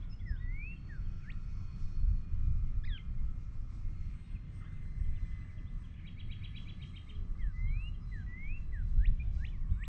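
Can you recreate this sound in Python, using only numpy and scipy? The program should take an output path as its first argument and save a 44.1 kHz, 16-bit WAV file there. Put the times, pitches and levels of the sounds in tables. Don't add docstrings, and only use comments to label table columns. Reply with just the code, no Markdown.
import sys
import numpy as np
from scipy import signal
from scipy.io import wavfile
from scipy.ndimage import uniform_filter1d

SR = 44100
rng = np.random.default_rng(int(sys.argv[2]) if len(sys.argv) > 2 else 0)


def generate_wav(signal):
    frames = np.transpose(np.atleast_2d(signal))
    scaled = np.clip(frames, -1, 1) * 32767
    pcm = np.round(scaled).astype(np.int16)
    wavfile.write(sys.argv[1], SR, pcm)


def linear_from_db(decibels):
    return 10 ** (np.asarray(decibels, float) / 20)


N = 435694
SLOW_STEP = 64
PUFF_DEPTH_DB = 9.5


def rms_one(x):
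    return x / np.sqrt(np.mean(x ** 2) + 1e-20)


def in_time(rows):
    s, *columns = np.transpose(rows)
    return [np.interp(np.arange(N) / SR, s, c) for c in columns]


def stretched(slow):
    return np.interp(np.arange(N) / SLOW_STEP, np.arange(len(slow)), slow)


def drift(pole_hz):
    r = np.exp(-2 * np.pi * SLOW_STEP * pole_hz / SR)
    settle = 2000
    white = rng.standard_normal(N // SLOW_STEP + 2 + settle)
    return rms_one(signal.lfilter([1], [1, -2 * r, r * r], white)[settle:])


def bump(middle_s, half_s, depth_db):
    s = np.arange(N // SLOW_STEP + 2) * SLOW_STEP / SR
    return linear_from_db(-depth_db * np.minimum(((s - middle_s) / half_s) ** 2, 10))


def banded_noise(spectrum, patchiness, pole_hz, count):
    hz, db = np.transpose(spectrum)
    edges_hz = np.geomspace(hz[0], hz[-1], count + 1)
    together = drift(pole_hz)
    white = rng.standard_normal((2, N + SR // 4))
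    out = 0
    for k, (low_hz, high_hz) in enumerate(zip(edges_hz, edges_hz[1:])):
        band_pass = signal.butter(2, [low_hz, high_hz], "band", fs=SR, output="sos")
        band = signal.sosfilt(band_pass, white[k % 2])[-N:]
        level_db = np.interp(np.log(low_hz * high_hz) / 2, np.log(hz), db)
        flicker_db = patchiness * (0.77 * together + 1.03 * drift(pole_hz))
        out = out + band * stretched(linear_from_db(level_db + flicker_db))
    return rms_one(out)


def evened(x):
    power = uniform_filter1d(uniform_filter1d(x ** 2, size=2500), size=2500)
    return x / np.sqrt(power + 0.016)


def glides(shape, notes):
    return [[(start_s + share * length_s, from_hz + glide * (to_hz - from_hz), db + peak_db)
             for share, glide, db in shape]
            for start_s, length_s, from_hz, to_hz, peak_db in notes]


def repeated(shape, syllables):
    return [[(at_s + s, hz * factor, db + peak_db - sum(fade) * s) for s, hz, db in voice]
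            for at_s, peak_db, factor, *fade in syllables for voice in shape]


def add(out, note):
    rows = np.array(sorted(note), float)
    at = np.arange(max(int(rows[0, 0] * SR), 0), min(int(rows[-1, 0] * SR), N))
    hz = np.interp(at / SR, rows[:, 0], rows[:, 1])
    phase = 2 * np.pi * (np.cumsum(uniform_filter1d(hz, size=101)) / SR + rng.random())
    edge_s = 0.0018
    edges = np.minimum(1, np.minimum(at - at[0], at[-1] - at) / (edge_s * SR))
    for k, level_db in enumerate(rows.T[2:]):
        level = np.interp(at / SR, rows[:, 0], linear_from_db(level_db))
        out[at] += np.sqrt(2) * level * edges * np.sin((k + 1) * phase)


def sung(notes, shimmer_db, pole_hz):
    out = np.zeros(N)
    for note in notes:
        add(out, note)
    return out * stretched(linear_from_db(shimmer_db * drift(pole_hz)))


def aircraft():
    # time_s, turns_per_s
    shaft_speed = [(0, 102.8), (.5, 103.2), (1.25, 104.7), (1.6, 104.27), (2, 102.5), (2.4, 101.36),
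                   (3.3, 100.7), (3.9, 101.2), (4.1, 100.7), (4.56, 98.7), (4.7, 98.1), (4.95, 98.0),
                   (5.3, 96.55), (5.5, 96.2), (5.75, 96.1), (6.2, 96.75), (7.2, 95.95), (7.9, 96.05),
                   (8.9, 95.55), (9.4, 95.3), (9.5, 94.6), (9.58, 92.5), (9.7, 91.8), (9.88, 91.5)]
    # time_s, propeller_db, motor_db
    arriving = [(0, -82, -83), (.5, -85, -82.5), (1.2, -74.5, -84.5), (2.0, -77.5, -84.5), (2.4, -75, -83),
                (3.2, -76, -79), (3.6, -78, -83.5), (4.0, -78.5, -77), (4.4, -90, -80.5), (4.6, -79, -71),
                (5.0, -83.5, -71), (5.45, -76.5, -67), (5.7, -79.5, -73), (6.0, -84, -79.5),
                (6.8, -76.5, -77.5), (7.2, -76.5, -82), (8.0, -77, -81), (8.8, -85, -81.5),
                (9.35, -92, -86.5), (9.55, -80.5, -93), (9.88, -75.5, -85)]
    # order, source (0 propeller, 1 motor), level_db against that source
    orders_heard = [(10.83, 0, -11.5), (12, 0, -4), (13, 0, -2), (14, 0, -10), (21.04, 1, -1)]
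    # middle_s, half_length_s, order, peak_db
    swells = [(4.622, 0.74, 1.0, -55), (5.585, 0.62, 1.0, -56.5), (6.602, 0.6, 1.0, -51.5),
              (0.493, 1.3, 14.02, -82), (5.394, 0.15, 17.87, -78), (6.599, 1.3, 17.87, -80.5),
              (8.791, 0.63, 17.87, -85.5), (0.898, 1.1, 24, -92.5), (2.296, 1.97, 24, -80.5),
              (3.596, 0.87, 24, -100.5), (8.403, 0.74, 24, -92), (9.368, .15, 24, -78.5),
              (0.902, 0.63, 42, -84), (1.803, 0.65, 42, -80), (3.103, 0.94, 42, -92),
              (4.113, 0.33, 42, -85), (5.103, 0.89, 42, -86.5), (6.798, 0.83, 42, -83.5),
              (7.767, 0.27, 42, -81), (8.168, 0.15, 42, -79.5), (8.809, 0.41, 42, -87),
              (9.384, 0.17, 42, -81.5), (5.153, 0.58, 63, -92), (5.848, 0.22, 63, -98),
              (9.763, 0.13, 24, -77), (3.282, 0.32, 84, -98), (3.85, 0.15, 84, -102),
              (4.217, 0.2, 84, -88.5), (4.57, 0.081, 84, -87), (4.83, 0.18, 84, -89),
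              (5.05, 0.097, 84, -84.5), (5.278, 0.13, 84, -89.5), (5.5, .08, 84, -90),
              (5.75, 0.18, 84, -93.5), (6.457, 0.77, 84, -93), (7.0, 0.24, 84, -90), (7.5, 0.41, 84, -96.5),
              (7.838, 0.078, 84, -89), (8.086, 0.15, 84, -91), (8.818, 0.32, 84, -91.5),
              (9.857, 0.21, 84, -83)]
    swell_depth_db = 16

    turns, = in_time(shaft_speed)
    phase = 2 * np.pi * np.cumsum(turns * (1 + .0004 * stretched(drift(6.0)))) / SR
    levels = linear_from_db(np.array(in_time(arriving)))

    def flutter(order):
        return linear_from_db((1.2 + .025 * order) * drift(5.0) + 2.8 * drift(60.0))

    tones = 0
    for order, source, db in orders_heard:
        gain = levels[int(round(source))] * stretched(linear_from_db(db) * flutter(order))
        tones = tones + gain * np.sin(order * phase)
    for middle_s, half_s, order, db in swells:
        gain = stretched(linear_from_db(db) * bump(middle_s, half_s, swell_depth_db) * flutter(order))
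        tones = tones + gain * np.sin(order * phase)
    torn_air = levels[1] * stretched(drift(190.0)) * np.sin(18.5 * phase)
    return np.sqrt(2) * tones + torn_air


def rush():
    # time_s, rotors_db, trees_db
    rush_levels = [(0, -83, -77), (.45, -85, -78), (1.0, -81, -73), (1.7, -79.5, -76), (2.3, -82.5, -78.5),
                   (3.15, -82.5, -77.5), (3.7, -80, -75.5), (4.1, -79.5, -74), (4.5, -84.5, -76),
                   (5.3, -81, -75), (5.85, -85, -75.5), (6.4, -82.5, -71), (6.8, -80.5, -74.5),
                   (7.4, -83, -80.5), (8.1, -82.5, -77), (8.9, -83, -76), (9.45, -83.5, -76.5),
                   (9.88, -82.5, -77)]
    # middle_s, half_length_s, level_db
    puffs = [(1.55, 0.14, -89), (1.82, 0.091, -78), (2.163, 0.085, -85), (2.52, 0.19, -82),
             (3.546, 0.032, -80.5), (3.756, 0.053, -76), (4.564, 0.055, -80.5), (5.036, .08, -86.5),
             (5.26, .09, -82), (5.493, 0.047, -89), (5.775, 0.088, -82.5), (6.623, 0.058, -80),
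             (6.898, 0.1, -84.5), (8.176, .12, -82.5), (8.897, 0.072, -82), (9.417, 0.1, -76.5)]
    # frequency_hz, density_db_per_hz (relative)
    roar_spectrum = [(100, -2.5), (140, -2), (167, -1), (200, -8), (265, -14.5), (360, -27.5), (485, -31),
                     (660, -32.5), (900, -36.5), (1100, -48.5)]
    low_spectrum = [(850, -18), (1000, 1.5), (1200, -4.5), (1400, -5.5), (1650, -8)]
    mid_spectrum = [(1450, -2), (1750, -4.5), (2200, 0.5), (2600, -3.5), (3000, -3.5), (3500, -9.5),
                    (4100, -19.5)]
    hiss_spectrum = [(3600, -8.5), (4200, 7), (4750, -3), (5500, 2), (6400, -2), (7500, -6), (8700, -9.5),
                     (9600, -18)]
    roar_db, low_mean_db = -54, -77
    low_follows = 0.6
    steady_hiss_db = -1.5

    rotors_db, trees_db = in_time(rush_levels)
    low_db = low_mean_db + low_follows * (rotors_db - rotors_db.mean())
    puff_power = sum((linear_from_db(db) * bump(middle_s, half_s, PUFF_DEPTH_DB)) ** 2 for middle_s, half_s, db in puffs)
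    hiss_level = np.sqrt(linear_from_db(2 * (rotors_db + steady_hiss_db)) + stretched(puff_power))
    return (linear_from_db(roar_db) * banded_noise(roar_spectrum, patchiness=1.42, pole_hz=6.4, count=8)
            + linear_from_db(low_db) * banded_noise(low_spectrum, patchiness=2.5, pole_hz=4.1, count=4)
            + linear_from_db(trees_db) * banded_noise(mid_spectrum, patchiness=2.0, pole_hz=4.0, count=6)
            + hiss_level * banded_noise(hiss_spectrum, patchiness=1.5, pole_hz=10.0, count=6))


def wind():
    # time_s, level_db
    steady_push = [(0, -40), (.6, -40), (.75, -45), (1.26, -45), (1.5, -38), (2.25, -46), (2.65, -29.5),
                   (3.0, -55), (3.4, -40.5), (3.8, -42), (4.3, -51), (4.6, -44.5), (4.9, -39),
                   (5.45, -50.5), (5.6, -42), (6.1, -47), (6.6, -43.5), (7.0, -49), (7.9, -38),
                   (8.38, -49.5), (9.0, -36.5), (9.5, -38), (9.88, -38)]
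    # middle_s, half_length_s, thud_db, rumble_db
    buffets = [(0.311, 0.026, -30.5, -64), (0.484, 0.12, -36, -62.5), (1.068, 0.13, -35.5, -46),
               (1.347, 0.062, -38, -66), (1.624, 0.027, -38, -39.5), (1.846, 0.026, -28.5, -39.5),
               (2.072, 0.13, -26, -43), (2.36, 0.061, -29, -39), (2.488, 0.079, -26, -35.5),
               (2.772, 0.032, -27, -52), (2.887, 0.067, -31.5, -41.5), (3.208, 0.16, -31, -55),
               (3.597, 0.032, -33.5, -62), (3.862, 0.053, -33, -44.5), (4.05, 0.13, -37.5, -44),
               (4.35, 0.045, -35.5, -44.5), (5.07, 0.12, -30, -48), (5.234, 0.025, -33.5, -57),
               (5.34, 0.092, -38, -45.5), (5.758, 0.029, -36, -66), (6.291, 0.079, -39.5, -44.5),
               (7.191, 0.045, -32, -46), (7.316, 0.041, -33.5, -63), (7.449, 0.065, -31, -50),
               (7.688, 0.13, -31, -38.5), (8.213, 0.16, -38.5, -59), (8.49, 0.069, -32, -57),
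               (8.593, 0.016, -31, -38.5), (8.697, 0.062, -34.5, -56), (8.837, 0.1, -32.5, -47.5),
               (8.985, 0.068, -24, -39), (9.1, 0.041, -22.5, -37), (9.32, 0.16, -34, -44),
               (9.622, 0.014, -26, -47), (9.719, 0.026, -27, -33.5)]
    # frequency_hz, density_db_per_hz (relative)
    thud_spectrum = [(16, 2), (22, 1), (36, -3), (55, -10.5), (75, -18), (100, -23.5)]
    rumble_spectrum = [(50, -14), (70, 6), (92, 1.5), (110, -8.5), (145, -5), (200, -24)]
    buffet_depth_db, cut_hz = 10, 187
    rumble_mean_db, rumble_follows = -48.5, 0.38

    wind_db, = in_time(steady_push)
    hits = np.array([bump(middle_s, half_s, buffet_depth_db) for middle_s, half_s, _, _ in buffets])
    thud_power, rumble_power = linear_from_db(np.transpose(buffets)[2:]) ** 2 @ hits ** 2
    rumble_db = rumble_mean_db + rumble_follows * (wind_db - wind_db.mean())
    thud_level = np.sqrt(linear_from_db(2 * wind_db) + stretched(thud_power))
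    rumble_level = np.sqrt(linear_from_db(2 * rumble_db) + stretched(rumble_power))
    push = (thud_level * evened(banded_noise(thud_spectrum, patchiness=3.5, pole_hz=3.6, count=4))
            + rumble_level * evened(banded_noise(rumble_spectrum, patchiness=0.0, pole_hz=2.9, count=4)))
    return signal.sosfilt(signal.butter(4, cut_hz, fs=SR, output="sos"), push)


def far_birds():
    # offset_s, pitch_hz, level_db (relative)
    chip = [
        [(-.008, 3120, -14), (.002, 3310, -1), (.009, 3270, 0), (.017, 3000, -6), (.025, 2650, -19)],
    ]
    arc = [
        [(0, 2750, -14), (.012, 3200, 2), (.03, 3680, -4), (.06, 3730, -9), (.1, 3640, -10), (.13, 3550, -20)],
    ]
    seep = [
        [(0, 5330, -16), (.01, 5250, -4), (.03, 5190, 0), (.045, 5140, -6), (.052, 5120, -20)],
    ]
    hook = [
        [(0, 2650, -14), (.006, 3200, -5), (.013, 3420, 0), (.022, 3440, -10)],
    ]
    # time_s, peak_db, pitch_factor; arcs also fade_db_per_s
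    chips = [(.765, -70, .98), (1.055, -76, .98), (3.93, -75, .85), (5.045, -75, .98), (5.314, -73, 1.0),
             (5.578, -70, 1.0), (5.842, -70, 1.0), (6.365, -64, 1.0), (6.624, -63, 1.0), (6.888, -65, 1.0),
             (7.152, -65, 1.0), (7.418, -70, .99), (7.682, -71, .98), (7.944, -69, .98), (8.209, -76, .99),
             (8.478, -81, .98)]
    arcs = [(.358, -70, 1.0, 60), (.875, -83, .975, -30), (4.64, -78, .965, 0), (9.175, -78, .98, -50),
            (9.69, -79, 1.0, -40)]
    seeps = [(.095, -64.5, 1.0), (.266, -64, 1.0)]
    hooks = [(.015, -68, 1.0), (.188, -67, 1.0)]
    # length_share, glide_share, level_db (relative)
    slur = [(0, 0, -9), (.25, .27, -2), (.5, .55, 0), (.8, .82, -3), (1, 1, -9)]
    hoot = [(0, 1, -10), (.15, .7, -6), (.5, .1, -5), (.8, 0, 0), (1, .6, -12)]
    levelling = [(0, 0, -12), (.2, .7, -3), (.35, 1, 0), (.6, .95, -4), (1, .6, -13)]
    # start_s, length_s, from_hz, to_hz, peak_db
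    slurs = [(.038, .024, 4200, 2800, -73), (.105, .053, 2450, 3000, -75), (.195, .045, 2400, 1780, -72),
             (.335, .03, 3760, 3550, -80), (.7, .045, 2500, 1800, -73), (1.22, .05, 2600, 1900, -70),
             (2.836, .014, 5200, 4950, -71), (2.85, .028, 3780, 3680, -72), (4.343, .032, 2850, 2350, -70),
             (4.605, .03, 1480, 1150, -70), (4.655, .03, 1400, 2050, -69), (4.755, .045, 3150, 1900, -77),
             (4.775, .02, 1300, 1900, -74), (4.85, .022, 1300, 2000, -73), (5.153, .02, 3330, 3650, -75),
             (5.16, .034, 3250, 2400, -71), (5.24, .05, 2200, 2550, -79), (5.21, .06, 3700, 3350, -81),
             (5.3, .05, 3000, 2600, -80), (5.405, .045, 2430, 2850, -75), (5.455, .022, 2900, 2700, -77),
             (5.478, .014, 3200, 2650, -78), (5.488, .034, 2430, 2000, -68), (5.575, .03, 3100, 2350, -73),
             (5.66, .032, 3050, 3700, -74), (5.936, .014, 3330, 3380, -70), (5.948, .014, 2750, 2000, -66),
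             (6.01, .045, 2500, 1950, -70), (7.385, .02, 2500, 2510, -76), (8.005, .045, 5000, 5090, -78),
             (8.44, .022, 3170, 3200, -79), (9.38, .04, 2900, 2520, -74), (9.465, .03, 2750, 3150, -66),
             (9.485, .03, 3300, 3600, -72), (9.515, .07, 2600, 1700, -68), (9.605, .065, 2250, 1600, -74)]
    hoots = [(5.42, .22, 615, 640, -78), (7.08, .175, 405, 430, -65), (7.98, .32, 740, 755, -83),
             (8.42, .43, 760, 790, -83), (9.17, .33, 790, 775, -80)]
    level_whistles = [(4.22, .08, 3540, 3740, -80), (4.705, .1, 3560, 3735, -83)]
    thin_tones = [(3.7, .11, 7940, 7890, -89), (4.08, .18, 7860, 7830, -93), (4.95, .65, 7790, 7950, -92)]

    syllables = repeated(chip, chips) + repeated(arc, arcs) + repeated(seep, seeps) + repeated(hook, hooks)
    gliding = (glides(slur, slurs) + glides(hoot, hoots) + glides(levelling, level_whistles)
               + glides(slur, thin_tones))
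    return sung(syllables + gliding + chatter(), shimmer_db=2.6, pole_hz=30.0)


def chatter():
    # start_s, end_s, blips_per_s, lowest_hz, highest_hz, level_db
    bursts = [(4.61, 4.74, 260.0, 1050, 2000, -69), (5.935, 6.015, 450.0, 2150, 3050, -71),
              (5.99, 6.06, 400.0, 1550, 2500, -72)]
    notes = []
    for start_s, end_s, per_s, low_hz, high_hz, level_db in bursts:
        for s in np.arange(start_s, end_s, 1 / per_s):
            late, pitch, glide, loud = rng.random(4) - [0.0054, 0, 0.42, 0]
            hz = low_hz + pitch * (high_hz - low_hz)
            s = s + late / per_s / 2
            peak_db = level_db - 5.0 * loud
            notes.append([(s, hz * (1 - 0.22 * glide), peak_db - 0.5),
                          (s + 0.0041, hz, peak_db),
                          (s + 0.011, hz * (1 + 0.25 * glide), peak_db - 22)])
    return notes


def woods(x):
    # delay_s, level_db
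    echoes = [(.013, -24), (.024, -17), (.043, -24)]
    near_t60_s, far_t60_s = .3, 1.0
    far_db = -15
    scatter_db, cut_hz = -11.5, 11000
    build_s, smear_s = 0.0089, .004

    t = np.arange(int(.8 * SR)) / SR
    decay = linear_from_db(-60 * t / near_t60_s) + linear_from_db(far_db - 60 * t / far_t60_s)
    response = rng.standard_normal(len(t)) * decay * np.clip(t / build_s, 0, 1)
    response *= linear_from_db(scatter_db) / np.sqrt(np.sum(response ** 2))
    for delay_s, db in echoes:
        smear = rng.standard_normal(int(smear_s * SR))
        response[int(delay_s * SR):][:len(smear)] += linear_from_db(db) * smear / np.sqrt(np.sum(smear ** 2))
    dulled = signal.sosfilt(signal.butter(2, cut_hz, fs=SR, output="sos"), response)
    return signal.fftconvolve(x, dulled)[:N]


def whistler():
    # length_share, glide_share, level_db (relative)
    fall = [(0, 0.014, -14.5), (.12, 0.088, -2), (.4, .48, -1), (.72, 0.74, -9), (.94, 0.91, -12.5),
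            (1, 0.94, -25.5)]
    held = [(0, 0, -7), (.15, 0.18, 0), (.6, 0, 0.5), (.85, .8, -0.5), (1, 1, -21)]
    # start_s, length_s, from_hz, to_hz, peak_db
    falls = [(0.253, 0.13, 2060, 1417, -54), (0.887, 0.11, 1922, 1355, -55),
             (7.385, 0.14, 2186, 1440, -58.5), (8.114, .127, 2060, 1460, -54),
             (8.721, 0.11, 2044, 1370, -54.5)]
    peeps = [(9.196, 0.032, 2383, 2500, -55)]
    # time_s, pitch_hz, level_db
    rises = [
        [(0.394, 1880, -80), (0.402, 1900, -65), (0.428, 1957, -60.5), (0.474, 1945, -56.5),
         (0.552, 2160, -55.5), (0.614, 2336, -50.5), (0.676, 2620, -49), (0.726, 2720, -51.5),
         (0.742, 2760, -57.5), (0.752, 2712, -73)],
        [(7.528, 1960, -82.5), (7.536, 2005, -71), (7.558, 2000, -61.5), (7.614, 2060, -57), (7.658, 2090, -56),
         (7.73, 2274, -55), (7.758, 2411, -57), (7.82, 2670, -55), (7.878, 2855, -54.5), (7.89, 2890, -59.5),
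         (7.904, 2770, -78)],
        [(8.26, 1950, -76.5), (8.266, 1940, -67), (8.288, 1946, -61), (8.336, 1974, -53.5), (8.458, 2240, -52),
         (8.55, 2687, -57), (8.578, 2700, -57), (8.592, 2719, -71)],
    ]
    # offset_s, pitch_hz, level_db (relative)
    whip = [
        [(-.085, 1298, -32.5), (-.045, 1546, -19), (-.02, 1707, -8.5), (-.005, 1833, -2.5), (.004, 1973, -1),
         (.007, 2220, 1.5), (.012, 2690, 1), (.017, 3240, -31), (.02, 3200, -22.5)],
        [(.021, 3220, -29), (.023, 3330, -9), (.028, 3870, -12), (.031, 4250, -16.5)],
    ]
    # time_s, peak_db, pitch_factor
    whips = [(1.294, -51, 0.98), (9.047, -50.5, 0.99), (9.441, -50.5, 0.98), (9.829, -50.5, 1.0)]
    notes = glides(fall, falls) + list(rises) + glides(held, peeps) + repeated(whip, whips)
    return sung(notes, shimmer_db=1.3, pole_hz=25.0)


def airy_band():
    # middle_s, half_length_s, level_db
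    airy_swells = [(1.15, .25, -85), (1.55, .14, -79), (1.85, .16, -80), (2.15, .1, -86)]
    # frequency_hz, density_db_per_hz (relative)
    spectrum = [(4900, 0.5), (5600, 1), (6300, -6.5)]
    swells = sum(linear_from_db(db) * bump(middle_s, half_s, PUFF_DEPTH_DB) for middle_s, half_s, db in airy_swells)
    return stretched(swells) * banded_noise(spectrum, patchiness=1.5, pole_hz=9.0, count=3)


def nasal_caller():
    # time_s, pitch_hz, first_db (before the throat's cut), second_db (against first_db)
    call = [(2.836, 1840, -64, -4), (2.842, 1640, -55.5, -9), (2.85, 1864, -55, -5.5),
            (2.856, 2436, -62, -13), (2.863, 2507, -67, -1), (2.872, 2460, -61.5, -12),
            (2.878, 2037, -53, -20), (2.891, 1970, -57.5, -8), (2.91, 1750, -58, 1), (2.939, 1642, -60, 7),
            (2.974, 1498, -64.5, 8.5), (2.981, 1202, -71, 15.5), (2.989, 1040, -72, 10),
            (3.008, 1046, -75, 11.5), (3.02, 1060, -86, 9)]
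    third_db, third_fades_hz, third_fade_db_per_khz = -8, 3200, -20
    throat_low_hz, throat_cut_db_per_khz = 1450, -78

    s, hz, first_db, second_db = np.transpose(call)
    third_db = second_db + third_db + third_fade_db_per_khz * np.maximum(3 * hz - third_fades_hz, 0) / 1000
    low_cut_db = throat_cut_db_per_khz * np.maximum(throat_low_hz - hz, 0) / 1000
    note = list(zip(s, hz, first_db + low_cut_db, first_db + second_db, first_db + third_db))
    return sung([note], shimmer_db=1.3, pole_hz=25.0)


def triller():
    # offset_s, pitch_hz, level_db (relative)
    trill_note = [
        [(-.03, 2150, -19), (-.018, 2210, -8), (-.008, 2340, -2), (-.001, 2600, -9), (.006, 3080, -4),
         (.011, 3340, 2), (.015, 3290, 2.5), (.019, 2950, 1.5), (.023, 2400, -2), (.028, 1750, -12)],
        [(-.004, 3560, -18), (0, 3780, -7), (.005, 3900, -3), (.01, 3820, -6), (.014, 3550, -20)],
        [(-.022, 4260, -36), (-.014, 4440, -27), (-.006, 4750, -32)],
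        [(-.01, 4420, -34), (.01, 4450, -28), (.05, 4380, -30), (.075, 4350, -39)],
    ]
    # time_s, peak_db, pitch_factor
    trill = [(6.069, -59, .995), (6.193, -58, 1.0), (6.315, -55.5, .998), (6.439, -55.5, 1.003),
             (6.562, -55, 1.015), (6.686, -56, 1.025), (6.819, -58.5, .982), (6.959, -57, .968),
             (7.09, -60, .955)]
    return sung(repeated(trill_note, trill), shimmer_db=1.1, pole_hz=36.0)


def sinking_tone():
    # time_s, pitch_hz, first_db, second_db
    tone = [(9.19, 310, -84, -84), (9.25, 345, -74, -75), (9.33, 336, -78, -75), (9.38, 315, -72, -72),
            (9.42, 280, -78, -76), (9.46, 225, -84, -73), (9.51, 172, -90, -74)]
    return linear_from_db(-2) * sung([tone], shimmer_db=3.5, pole_hz=25.0)


def scene():
    near = whistler() + nasal_caller()
    trill, far = triller(), far_birds()
    echoes = woods(linear_from_db(-2.5) * near + linear_from_db(5.5) * trill + linear_from_db(1.0) * far)
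    birds = near + trill + far + echoes
    return (birds + sinking_tone() + airy_band() + aircraft() + rush() + wind())[None]


def low_pass(x):
    return signal.sosfilt(signal.butter(12, 9130, fs=SR, output="sos"), x)


def record(dry):
    self_noise_db = -99.0
    mix = dry + linear_from_db(self_noise_db) * rng.standard_normal(dry.shape)
    return low_pass(mix)


dry = scene()
out = record(dry)
generate_wav(out)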